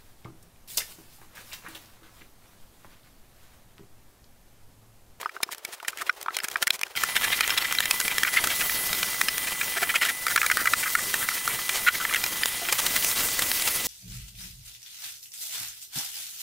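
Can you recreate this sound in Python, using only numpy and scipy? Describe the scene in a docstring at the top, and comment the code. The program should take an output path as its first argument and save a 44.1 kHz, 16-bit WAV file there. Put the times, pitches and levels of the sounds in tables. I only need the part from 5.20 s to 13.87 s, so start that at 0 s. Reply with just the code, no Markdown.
"""A cylinder vacuum cleaner in a small carpeted room, sounding as if played about twenty times too fast. Its
mains hum is a thin sine, its shaft a high gliding whine; a flat hiss of shaped noise runs with it, its nozzle a
rumble of rough noise ringing the room. Before it is switched on there is faint shuffling; throughout, steps,
bumps and brush strokes are short knocks and scrubs: noise bursts that excite decaying room modes, with puffs of
hiss, small chance taps and a few floor thuds."""
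import sys
import numpy as np
from scipy import signal
from scipy.fft import rfft, irfft, next_fast_len
from scipy.io import wavfile
from scipy.ndimage import uniform_filter1d

SR = 44100
rng = np.random.default_rng(int(sys.argv[2]) if len(sys.argv) > 2 else 0)


def decibels_to_gain(level_db):
    """Convert a level in decibels to a linear amplitude gain (20 dB per decade)."""
    exponent = np.asarray(level_db, float) / 20
    return 10 ** exponent


def materialize(psi):
    """Save the field psi as 16-bit PCM at rate SR to the path in sys.argv[1].

    A 1-D psi becomes a single channel; in a 2-D psi each row is a channel.
    """
    bounded = np.clip(np.atleast_2d(psi).T, -1, 1)
    quanta = np.round(bounded * 32767).astype(np.int16)
    wavfile.write(sys.argv[1], SR, quanta)


N = 382347

# resonances of room and furniture, excited by blows, strokes and nozzle: frequency_hz, level_db, t60_s
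ROOM_MODES = [(1000, -17, 0.035), (1293, -3, 0.053), (1412, 9.5, 0.021), (1580, -2, 0.039),
              (1800, 5, 0.019), (2064, 8.5, 0.014), (2400, 8, 0.016), (2800, 3.5, 0.013),
              (3246, 7.5, 0.015), (3746, 7, 0.0094), (4170, 15, 0.0067), (5230, 12, 0.023)]
# spectrum of the hiss in knocks and taps: frequency_hz, level_db (per hertz)
PUFF_SPECTRUM = [(20, -16), (300, -6.5), (1000, 1.5), (9000, 0.5), (16000, -4.5)]


def evened(x):
    """Normalisation of mean power: scales to rms 1."""
    return x / np.sqrt(np.mean(x ** 2) + 1e-20)


def coloured(x, points):
    """Linear filtering: multiplies the spectrum by a curve through (Hz, dB) points."""
    f, db = np.transpose(points)
    size = next_fast_len(len(x))
    hz = np.fft.rfftfreq(size, 1 / SR)
    gain = decibels_to_gain(np.interp(np.log(hz + 1), np.log(f + 1), db))
    return irfft(rfft(x, size) * gain, size)[:len(x)]


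def curve(rows):
    """Linear interpolation in time: sample positions, and every further column sample by sample."""
    s, *columns = np.transpose(rows)
    at = np.arange(round(s[0] * SR), min(round(s[-1] * SR), N))
    return at, [np.interp(at / SR, s, c) for c in columns]


def wander(count, ms):
    """Low-pass random process: noise smoothed twice over ms, with rms 1."""
    size = max(int(ms * SR / 1000), 1)
    smooth = uniform_filter1d(uniform_filter1d(rng.standard_normal(count), size), size)
    return evened(smooth)


def room_tone():
    """Broadband noise of fluctuating level: faint shuffling in the quiet room."""
    levels = [(0.0, -42), (0.072, -53), (1.088, -50), (1.318, -45), (1.572, -51.5), (1.76, -52.5)]  # time_s, level_db
    spectrum = [(18, -43), (30, -9), (70, -12), (200, -30), (372, 1), (1060, 0.5), (1340, -2), (3540, -7),
                (7780, -13), (15800, -14.5)]  # frequency_hz, level_db (per hertz)
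    at, (db,) = curve(levels)
    noise = evened(coloured(rng.standard_normal(len(at)), spectrum))
    out = np.zeros(N)
    out[at] = decibels_to_gain(db + 3.5 * wander(len(at), ms=15)) * noise
    return out


def fidget():
    """Poisson process of small chance taps of hose, cable and clothes: decaying puffs of hiss."""
    start_s, fall_ms = 1.76, 2.5  # the motor starts; a tap falls by 10 dB
    quiet = np.arange(N) < start_s * SR
    taps_per_s = np.where(quiet, 40, 30)
    faintest_db = np.where(quiet, -54, -36)
    spread_db = np.where(quiet, 4, 3.5)
    tap_db = faintest_db + spread_db * np.minimum(rng.exponential(1, N), 3)
    taps = (rng.random(N) < taps_per_s / SR) * decibels_to_gain(tap_db)
    t_ms = np.arange(800) * 1000 / SR
    envelope = signal.oaconvolve(taps, decibels_to_gain(-10 * t_ms / fall_ms))[:N]
    return envelope * evened(coloured(rng.standard_normal(N), PUFF_SPECTRUM))


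def ringing(modes, uneven_db=0, detune=0):
    """Modal superposition: decaying sines of total energy 1, levels and pitches varied by chance."""
    t = np.arange(2000) / SR
    hz, db, t60 = np.transpose(modes)[:, :, None]
    db = db + uneven_db * rng.standard_normal(db.shape)
    hz = hz * (1 + detune * rng.standard_normal(db.shape))
    decay = np.exp(-np.log(1000) * t / t60)
    ring = (decibels_to_gain(db) * decay * np.sin(2 * np.pi * hz * t)).sum(0)
    return ring / np.linalg.norm(ring)


def knocks(rows, size, width, skirt_db, ring_db, rounding, cut, grain_db):
    """Source and resonator: noise bursts around a body pitch excite the room modes; hiss puffs join.

    Rows: time_s, body_db, rise_ms, fall_ms, body_hz, hiss_db; rise and fall span 10 dB.
    """
    hiss_lead = .3  # share of the time-reversed envelope, so the hiss swells in early
    half = size // 2
    ms = (np.arange(size) - half) * 1000 / SR
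    hz = np.fft.rfftfreq(size, 1 / SR)
    noise = rng.standard_normal((len(rows), 2, size))
    out = np.zeros(N + size)
    for (s, body_db, rise_ms, fall_ms, body_hz, hiss_db), (shake, puff) in zip(rows, noise):
        distance = abs(ms) / np.where(ms < 0, rise_ms, fall_ms)
        shape = decibels_to_gain(-10 * distance ** rounding + grain_db * wander(size, ms=1.5))
        puff_shape = np.maximum(shape, hiss_lead * shape[::-1])

        octaves = np.log2((hz + 1) / body_hz)
        peak_octaves = width * max(body_hz, 1500) / 2000
        skirt = decibels_to_gain(skirt_db - 6.1 * abs(octaves))
        peak = np.exp(-.5 * (octaves / peak_octaves) ** 2) + skirt
        low_cut = 1 / (1 + (cut * min(body_hz, 1900) / (hz + 1)) ** 8)
        # each knock favours and shifts some modes by chance
        room = 1 + decibels_to_gain(ring_db) * rfft(ringing(ROOM_MODES, uneven_db=4.5, detune=.04), size)

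        burst = irfft(rfft(shake) * peak) * shape
        body = evened(irfft(rfft(burst) * low_cut * room))
        hiss = evened(coloured(puff, PUFF_SPECTRUM) * puff_shape)
        energy = np.sqrt(np.mean(shape ** 2))  # restores the envelope's rms after evening
        start = round(s * SR)
        out[start:start + size] += energy * (decibels_to_gain(body_db) * body + decibels_to_gain(hiss_db) * hiss)
    return out[half:half + N]


def blows():
    """Impulsive excitation: steps, bumps and taps with a sharp rise and a short fall."""
    # time_s, body_db, fall_ms (to -10 dB), body_hz, hiss_db
    events = [(0.014, -45, 4, 2500, -28), (0.0311, -24.0, 2.0, 1220.0, -58.0),
              (0.049, -34.0, 1.5, 2430.0, -45.0), (0.0596, -17.0, 3.2, 1150.0, -57.0),
              (0.094, -27.0, 2.4, 1710.0, -43.0), (0.1653, -25.0, 2.4, 1280.0, -58.0),
              (0.2042, -31.0, 2.4, 910.0, -53.0), (0.232, -15, 3, 4300, -16),
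              (0.2905, -29.0, 2.0, 1080.0, -54.0), (0.348, -43.0, 2, 2090.0, -32.0),
              (0.382, -48.0, 2, 1960.0, -33.0), (0.4502, -24.0, 3.2, 1890.0, -23.0),
              (0.6008, -34.0, 3.2, 1710.0, -46.0), (0.6283, -34.0, 4.8, 900.0, -41.0),
              (0.6482, -31.0, 5.2, 1770.0, -43.0), (0.6821, -19.0, 4.0, 2160.0, -19.0),
              (0.7314, -30.0, 1.6, 1480.0, -58.0), (0.7739, -31.0, 1.6, 2230.0, -29.0),
              (0.787, -37.0, 2, 1900.0, -34.0), (0.8672, -35.0, 8.8, 2230.0, -48.0),
              (0.8955, -9, 2.4, 1750, -55), (1.0139, -40.0, 1.6, 2550.0, -27.0),
              (1.0289, -44.0, 2.0, 1940.0, -26.0), (1.0618, -22.0, 1.6, 990.0, -46.0),
              (1.0837, -13.0, 1.6, 1180.0, -58.0), (1.1067, -27.0, 1.6, 1210.0, -58.0),
              (1.168, -20.0, 2.0, 2430.0, -17.0), (1.188, -25.0, 2.0, 2510.0, -24.0),
              (1.2025, -23.0, 1.6, 2530.0, -36.0), (1.2355, -30, 2, 1500, -27),
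              (1.2424, -24.0, 7.2, 1730.0, -22.0), (1.2848, -28.0, 1.6, 1970.0, -21.0),
              (1.301, -42, 1.5, 2500, -33), (1.3147, -35.0, 6.0, 2740.0, -29.0),
              (1.33, -42, 1.5, 2500, -34), (1.343, -44, 2, 2500, -33), (1.3586, -12.0, 2.0, 1300.0, -41.0),
              (1.37, -40, 1.5, 3000, -28), (1.4204, -36.0, 0.8, 3240.0, -21.0),
              (1.426, -18.0, 6.4, 2050.0, -16.0), (1.4715, -16.0, 2.4, 2370.0, -17.0),
              (1.4778, -13.0, 1.2, 2350.0, -13.0), (1.5058, -9.0, 1.2, 2920.0, -14.0),
              (1.5931, -38.0, 1.2, 1870.0, -27.0), (1.614, -27.0, 1.6, 2360.0, -20.0),
              (1.634, -13.0, 1.2, 2270.0, -19.0), (1.6669, -33.0, 2.8, 1730.0, -58.0),
              (1.7537, -26.0, 1.2, 2500.0, -36.0), (1.7745, -22.0, 1.5, 3740.0, -34.0),
              (1.836, -12.0, 3.2, 1640.0, -13.0), (2.208, -13.0, 4.5, 1790.0, -14.0),
              (2.2482, -18.0, 1.2, 1550.0, -53.0), (2.2775, -25.0, 2.4, 2100.0, -17.0),
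              (2.3045, -17.0, 6.0, 2890.0, -28.0), (2.4451, -22.0, 9.6, 2490.0, -32.0),
              (2.4552, -17.0, 0.8, 1740.0, -41.0), (2.5255, -19.0, 1.2, 1870.0, -15.0),
              (2.5514, -18.0, 0.8, 3080.0, -19.0), (2.5863, -9.0, 1.6, 2430.0, -23.0),
              (2.6048, -14.0, 2.0, 2120.0, -15.0), (2.6567, -16.0, 1.6, 2380.0, -15.0),
              (2.7105, -13.0, 3.2, 2570.0, -10.0), (2.8013, -23.0, 4.4, 1700.0, -15.0),
              (2.8125, -21.0, 2, 1970, -18.0), (2.8802, -18.0, 3.2, 2790.0, -20.0),
              (2.9824, -15.0, 2.4, 2250.0, -16.0), (3.0338, -9.0, 2.0, 1910.0, -12.0),
              (3.0496, -15.0, 3.2, 1720.0, -52.0), (3.2403, -21.0, 9.6, 1930.0, -17.0),
              (3.2728, -17.0, 2.4, 1830.0, -16.0), (3.4962, -17.0, 2.4, 2060.0, -27.0),
              (3.7307, -16.0, 2.4, 2460.0, -17.0), (3.7497, -23.0, 2.4, 2740.0, -26.0),
              (3.8305, -14.0, 2.0, 2880.0, -17.0), (3.9442, -30.0, 6, 1940.0, -30.0),
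              (4.0136, -12.0, 2.8, 2100.0, -16.0), (4.0849, -13.0, 4.0, 2370.0, -20.0),
              (4.1812, -23.0, 1.2, 2640.0, -16.0), (4.4127, -17.0, 5, 1970.0, -30.0),
              (4.7418, -16.0, 1.2, 1260.0, -27.0), (4.8512, -16.0, 2.8, 2210.0, -23.0),
              (5.0672, -17.0, 4.8, 1760.0, -21.0), (5.0831, -13.0, 1.2, 1670.0, -25.0),
              (5.161, -9, 3, 1650, -14), (5.1774, -9.0, 4.8, 1600.0, -23.0),
              (5.2163, -12.0, 2.8, 2040.0, -23.0), (5.2313, -16.0, 3.6, 1510.0, -24.0),
              (5.2642, -15.0, 2.4, 2380.0, -15.0), (5.3007, -10.0, 1.2, 1570.0, -24.0),
              (5.3146, -11.0, 6.0, 1830.0, -18.0), (5.372, -10.0, 1.2, 1520.0, -15.0),
              (5.3785, -17.0, 1.2, 1570.0, -38.0), (5.4568, -14.0, 3.6, 1660.0, -24.0),
              (5.4728, -11.0, 5.6, 1780.0, -26.0), (5.5361, -9.0, 3.2, 1530.0, -22.0),
              (5.753, -8, 2, 1620, -19), (5.9417, -12.0, 2.4, 1870.0, -18.0),
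              (6.0879, -16.0, 3.2, 1710.0, -23.0), (6.2774, -11.0, 1.6, 1590.0, -16.0),
              (6.391, -23.0, 3, 1480.0, -32.0), (6.4929, -16.0, 4.0, 2180.0, -17.0),
              (6.7555, -24.0, 1, 2520.0, -24.0), (6.8516, -14.0, 1.6, 1700.0, -29.0),
              (6.8965, -21.0, 2, 1870.0, -42.0), (6.9118, -18.0, 1, 1610.0, -35.0),
              (6.927, -19.0, 1, 1690.0, -28.0), (6.9387, -15.0, 1, 2630.0, -18.0),
              (6.9464, -12.0, 2.0, 1880.0, -19.0), (6.9599, -16.0, 6.0, 1970.0, -23.0),
              (7.0397, -16.0, 2.8, 2750.0, -17.0), (7.0631, -22.0, 2, 2560.0, -18.0),
              (7.2345, -10, 1.5, 2800, -26), (7.2582, -19.0, 1.2, 3180.0, -12.0),
              (7.4867, -17.0, 3, 1860.0, -35.0), (7.5251, -24.0, 8.8, 2140.0, -13.0),
              (7.6648, -19, 4.4, 2600, -15), (7.826, -23, 1, 3000, -26),
              (7.8469, -22.0, 1.6, 2720.0, -12.0), (7.901, -23, 1.5, 3190, -25), (7.914, -24, 3, 3100, -26),
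              (8.0868, -30.0, 6, 2510.0, -25.0), (8.1921, -25.0, 6.8, 2420.0, -18.0),
              (8.2205, -24.0, 8, 2360.0, -20.0), (8.3163, -18.0, 1.2, 2710.0, -15.0),
              (8.3971, -30.0, 2.0, 2400.0, -23.0), (8.4216, -25.0, 3.6, 3080.0, -20.0)]
    rise_ms = .7
    rows = [(s, db, rise_ms, ms, hz, hiss_db) for s, db, ms, hz, hiss_db in events]
    return knocks(rows, size=4096, width=.5, skirt_db=-10, ring_db=3, rounding=1.05, cut=.68, grain_db=1.1)


def thuds():
    """Forced modal vibration: partly rough pushes of differing length set two floor modes ringing."""
    # footfalls and dragged furniture: time_s, peak_db, drive_ms
    pushes = [(.031, -41, 1.2), (.058, -38, 1.1), (.168, -43, 3.1), (.204, -39, 1.9), (.264, -43, 2.2),
              (.292, -40, 3), (.486, -36, 2.6), (.628, -36, 1.6), (.78, -41, 50), (.82, -37, 14),
              (.894, -35, 1.4), (1.059, -42, 1.4), (1.083, -45, 3.5), (1.106, -42, 2), (1.241, -45, 4.4),
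              (1.357, -36.5, 6.8), (1.425, -39, 3.2), (1.635, -50, 1.1), (2.8, -41, 6.6), (3.242, -42, 4.9),
              (4.55, -30, 50), (4.612, -21, 30), (7.408, -29, 30), (7.486, -32, 3.1)]
    floor_modes = [(389, 0, 0.048), (690, -2, 0.05)]  # frequency_hz, level_db, t60_s
    noise = rng.standard_normal((len(pushes), 2500))
    out = np.zeros(N)
    for (s, db, ms), rough in zip(pushes, noise):
        size = int(np.clip(ms, 1, 50) * SR / 1000)
        force = (1 + 2.5 * rough[:size]) * np.hanning(size)
        thud = np.diff(np.convolve(force, ringing(floor_modes)))
        out[round(s * SR):][:len(thud)] += decibels_to_gain(db) * thud / abs(thud).max()
    return out


def strokes():
    """Friction noise: brush strokes and drags as grainy flat-topped swells."""
    # centre_s, length_ms, body_db, body_hz, hiss_db
    events = [(0.324, 28.0, -41.0, 2070.0, -34.0), (0.537, 32.0, -45.0, 2240.0, -38.0),
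              (0.697, 20, -50.0, 2220.0, -36.0), (0.8, 50, -39.0, 1950.0, -44.0),
              (0.82, 16, -28.0, 1440.0, -32.0), (0.875, 25, -41.0, 2500.0, -45.0),
              (1.15, 22, -37, 3040, -40), (1.545, 35.0, -40.0, 2640.0, -31.0),
              (1.771, 17.0, -30.0, 2440.0, -46.0), (1.968, 28.0, -20.0, 2250.0, -25.0),
              (2.044, 30.0, -22.0, 2380.0, -26.0), (2.131, 32.0, -23.0, 2350.0, -31.0),
              (2.235, 18, -26, 2700, -45), (2.381, 16, -20.0, 2970.0, -25.0),
              (2.419, 18.0, -26.0, 2950.0, -37.0), (2.633, 18, -28, 2800, -44),
              (2.911, 18.0, -27.0, 2320.0, -47.0), (3.078, 26.0, -23.0, 1760.0, -34.0),
              (3.141, 29.0, -31.0, 2090.0, -27.0), (3.178, 28, -16.0, 1950.0, -31.0),
              (3.312, 29.0, -25.0, 2200.0, -27.0), (3.415, 26, -28.0, 1910.0, -29.0),
              (4.278, 28.0, -31.0, 1970.0, -32.0), (4.575, 21.0, -26.0, 1780.0, -34.0),
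              (4.632, 24.0, -23.0, 1740.0, -28.0), (4.701, 21.0, -22.0, 2040.0, -31.0),
              (4.76, 22.0, -19.0, 2270.0, -26.0), (4.827, 26.0, -18.0, 2160.0, -25.0),
              (4.856, 46.0, -27.0, 2210.0, -28.0), (4.895, 21.0, -22.0, 2110.0, -28.0),
              (5.114, 31.0, -28.0, 1690.0, -29.0), (5.245, 30, -27.0, 1530.0, -42.0),
              (5.4, 60, -29.0, 1580.0, -42.0), (5.637, 17.0, -25.0, 1840.0, -30.0),
              (5.669, 28, -26.0, 1650.0, -52.0), (5.788, 21.0, -30.0, 1560.0, -44.0),
              (6.03, 50, -33.0, 1520.0, -42.0), (6.125, 28, -35.0, 1470.0, -49.0),
              (6.177, 29.0, -35.0, 1730.0, -33.0), (6.305, 38.0, -32.0, 1880.0, -40.0),
              (6.562, 62.0, -37.0, 2180.0, -28.0), (6.682, 26.0, -10.0, 1780.0, -27.0),
              (6.751, 18.0, -31.0, 1840.0, -41.0), (6.815, 35, -30.0, 1450.0, -36.0),
              (7.496, 20, -30.0, 2660.0, -32.0), (7.594, 26.0, -31.0, 2680.0, -22.0),
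              (7.769, 26.0, -28.0, 2240.0, -23.0), (7.99, 75, -34, 3000, -28),
              (8.482, 23.0, -33.0, 2470.0, -23.0)]
    up = .5  # share of the length spent swelling
    rows = [(s, db, up * ms, (1 - up) * ms, hz, hiss_db) for s, ms, db, hz, hiss_db in events]
    return knocks(rows, size=8192, width=.45, skirt_db=-9, ring_db=-1.5, rounding=2.4, cut=.7, grain_db=2.5)


def patchy(x, patch_db, frames, bins):
    """Time-varying filtering: the colour of a noise drifts in soft patches of time and pitch."""
    z = signal.stft(x, nperseg=256)[2]
    patches = uniform_filter1d(rng.standard_normal(z.shape), bins, axis=0)
    patches = evened(uniform_filter1d(patches, frames, axis=1))
    return signal.istft(z * decibels_to_gain(patch_db * patches), nperseg=256)[1][:len(x)]


def running_noise():
    """Broadband noise and friction: a flat hiss while the motor runs, rumble and rattles of the dragged nozzle."""
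    # time_s, flat_db, floor_rumble_db
    running = [(1.76, -34.5, -37), (1.82, -31.5, -35), (1.94, -33.5, -37.5), (2.13, -32, -33.5),
               (2.84, -31, -36), (3.19, -31, -36), (3.51, -26.5, -39), (4.2, -30, -39), (4.73, -33, -38),
               (4.91, -34, -44), (5.04, -34, -48), (5.11, -30, -44), (5.4, -28.5, -42),
               (6.48, -30.5, -38.5), (6.94, -29.5, -39), (7.4, -31, -39), (7.73, -26.5, -47),
               (7.98, -25.5, -40.5), (8.67, -26.5, -43.5)]
    flat_spectrum = [(20, -5.5), (300, -6.5), (800, -8), (5000, -4), (9000, -4.5), (16000, -2.5)]  # frequency_hz, level_db (per hertz)
    rumble_spectrum = [(600, -13), (950, -4.5), (1300, -7.5), (1900, -1), (3200, 1.5), (4500, -10),
                       (8000, -45)]  # frequency_hz, level_db (per hertz)
    at, (flat_db, rumble_db) = curve(running)
    count = len(at)
    gusts = wander(count, ms=18.7)
    flat = coloured(rng.standard_normal(count), flat_spectrum)
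    flat = evened(patchy(flat, patch_db=1.6, frames=24, bins=14))

    rattle_levels = decibels_to_gain(4.1 * np.minimum(rng.exponential(1, count), 3))
    rattles = (rng.random(count) < 150 / SR) * rattle_levels  # 150 a second on average
    bumpy = decibels_to_gain(3.8 * wander(count, ms=4.2)) + 1.2 * np.convolve(rattles, np.hanning(120), "same")
    drag = coloured(bumpy * rng.standard_normal(count), rumble_spectrum)
    room = signal.oaconvolve(drag, ringing(ROOM_MODES))[:count]
    rumble = evened(drag + 1.25 * room)

    out = np.zeros(N)
    out[at] = decibels_to_gain(flat_db + 1.5 * gusts) * flat + decibels_to_gain(rumble_db + 1.4 * gusts) * rumble
    return out


def tone(rows, waver_hz, flutter_db, drift_hz=0):
    """Frequency and amplitude modulation: a slightly unsteady sine on (s, Hz, dB) curves."""
    at, (hz, db) = curve(rows)
    count = len(at)
    unsteady_hz = hz + waver_hz * wander(count, ms=3.3) + drift_hz * wander(count, ms=40)
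    turns = np.cumsum(unsteady_hz) / SR
    fade = np.minimum(1, np.minimum(at - at[0], at[-1] - at) / 200)
    level = decibels_to_gain(db + flutter_db * wander(count, ms=21)) * np.sqrt(2)  # dB of rms
    out = np.zeros(N)
    out[at] = level * fade * np.sin(2 * np.pi * turns)
    return out


def motor():
    """Periodic sources: mains hum, shaft whine at a pitch that follows the load, and gliding whistles."""
    hum_levels = [(1.765, -39), (1.95, -41), (3.2, -37.5), (4, -40), (4.6, -39.5), (6.6, -41.5),
                  (8.67, -43)]  # time_s, level_db
    # the shaft speeds up while the nozzle is sealed, settles when air flows: time_s, pitch_hz, level_db
    shaft_path = [(3.36, 9790, -40), (3.45, 10040, -40), (3.66, 10070, -39), (3.70, 9250, -42),
                  (3.80, 9050, -47), (3.875, 9700, -48), (3.935, 9200, -43), (4.25, 9130, -42),
                  (4.40, 9370, -47), (4.53, 9700, -43), (4.65, 9860, -42), (4.75, 9560, -49),
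                  (4.88, 9450, -50), (4.95, 9630, -44), (5.015, 9650, -44), (5.07, 9150, -43),
                  (6.56, 9140, -44), (6.69, 9780, -47), (6.735, 9180, -47), (7.07, 9130, -45),
                  (7.13, 9500, -51), (7.2, 9180, -47), (7.35, 9260, -44), (7.45, 9070, -44),
                  (8.67, 9070, -45)]
    # one table for each gliding whistle: time_s, pitch_hz, level_db
    whistle_paths = [
        [(1.87, 11300, -43), (1.925, 9600, -41), (1.96, 9600, -42), (2.02, 9000, -45)],
        [(2.04, 10500, -45), (2.08, 9300, -41), (2.13, 10500, -45)],
        [(2.82, 11500, -41), (2.86, 10900, -39), (2.895, 12300, -41)],
        [(3.05, 11800, -44), (3.11, 9900, -40), (3.15, 10700, -39), (3.18, 10050, -40), (3.2, 10000, -40),
         (3.24, 9100, -42)],
        [(4.49, 10300, -48), (4.53, 8600, -43), (4.62, 7700, -42), (4.65, 7100, -41)],
        [(4.68, 8500, -45), (4.75, 10600, -44), (4.8, 9800, -45)],
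    ]
    hum_hz = 1999
    hum = tone([(s, hum_hz, db) for s, db in hum_levels], waver_hz=2.2, flutter_db=0)
    shaft = tone(shaft_path, waver_hz=12, flutter_db=1.5, drift_hz=35)  # drift: small load changes
    whistles = sum(tone(rows, waver_hz=18, flutter_db=1) for rows in whistle_paths)
    return hum + shaft + whistles


def scene():
    """Mid-side superposition: almost mono, with a faint unrelated share and microphone hiss as side."""
    # side level relative to the loudness envelope: frequency_hz, level_db
    side_spectrum = [(60, -30.5), (550, -32.5), (1400, -38), (4970, -45.5), (15000, -43)]
    mid = room_tone() + fidget() + blows() + thuds() + strokes() + running_noise() + motor()
    # the constant keeps some hiss in the side when the mid is silent
    loudness = np.sqrt(uniform_filter1d(mid ** 2, 200) + 1e-12) + decibels_to_gain(-25)
    side = coloured(loudness * rng.standard_normal(N), side_spectrum)
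    return np.array([mid + side, mid - side])


def top_cut(x):
    """Nothing passes above the cut-off."""
    return signal.sosfilt(signal.butter(12, 16990, fs=SR, output="sos"), x)


def record(dry):
    """Dynamic range compression: gain control ducks the sound after loud blows; peaks round off."""
    threshold_db, fall_db_per_s, delay = -22, 410.0, 300  # delay in samples
    power_db = 10 * np.log10(abs(uniform_filter1d((dry ** 2).mean(0), 200)) + 1e-12)
    fall = np.arange(N) * fall_db_per_s / SR
    held_db = np.maximum.accumulate(power_db + fall) - fall  # instant rise, steady fall
    over_db = np.maximum(held_db - threshold_db, 0)
    late_db = np.r_[np.zeros(delay), over_db[:-delay]]
    ducked = dry / decibels_to_gain(.5 * uniform_filter1d(late_db, 150))  # half the excess is taken away
    rounded = .75 * np.tanh(ducked / .75)
    edge = signal.firwin(1023, 15800, window=("kaiser", 9), fs=SR)  # low-pass at 15800 Hz
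    mix = signal.oaconvolve(rounded, edge[None], "same")
    return top_cut(mix)


dry = scene()
out = record(dry)
materialize(out)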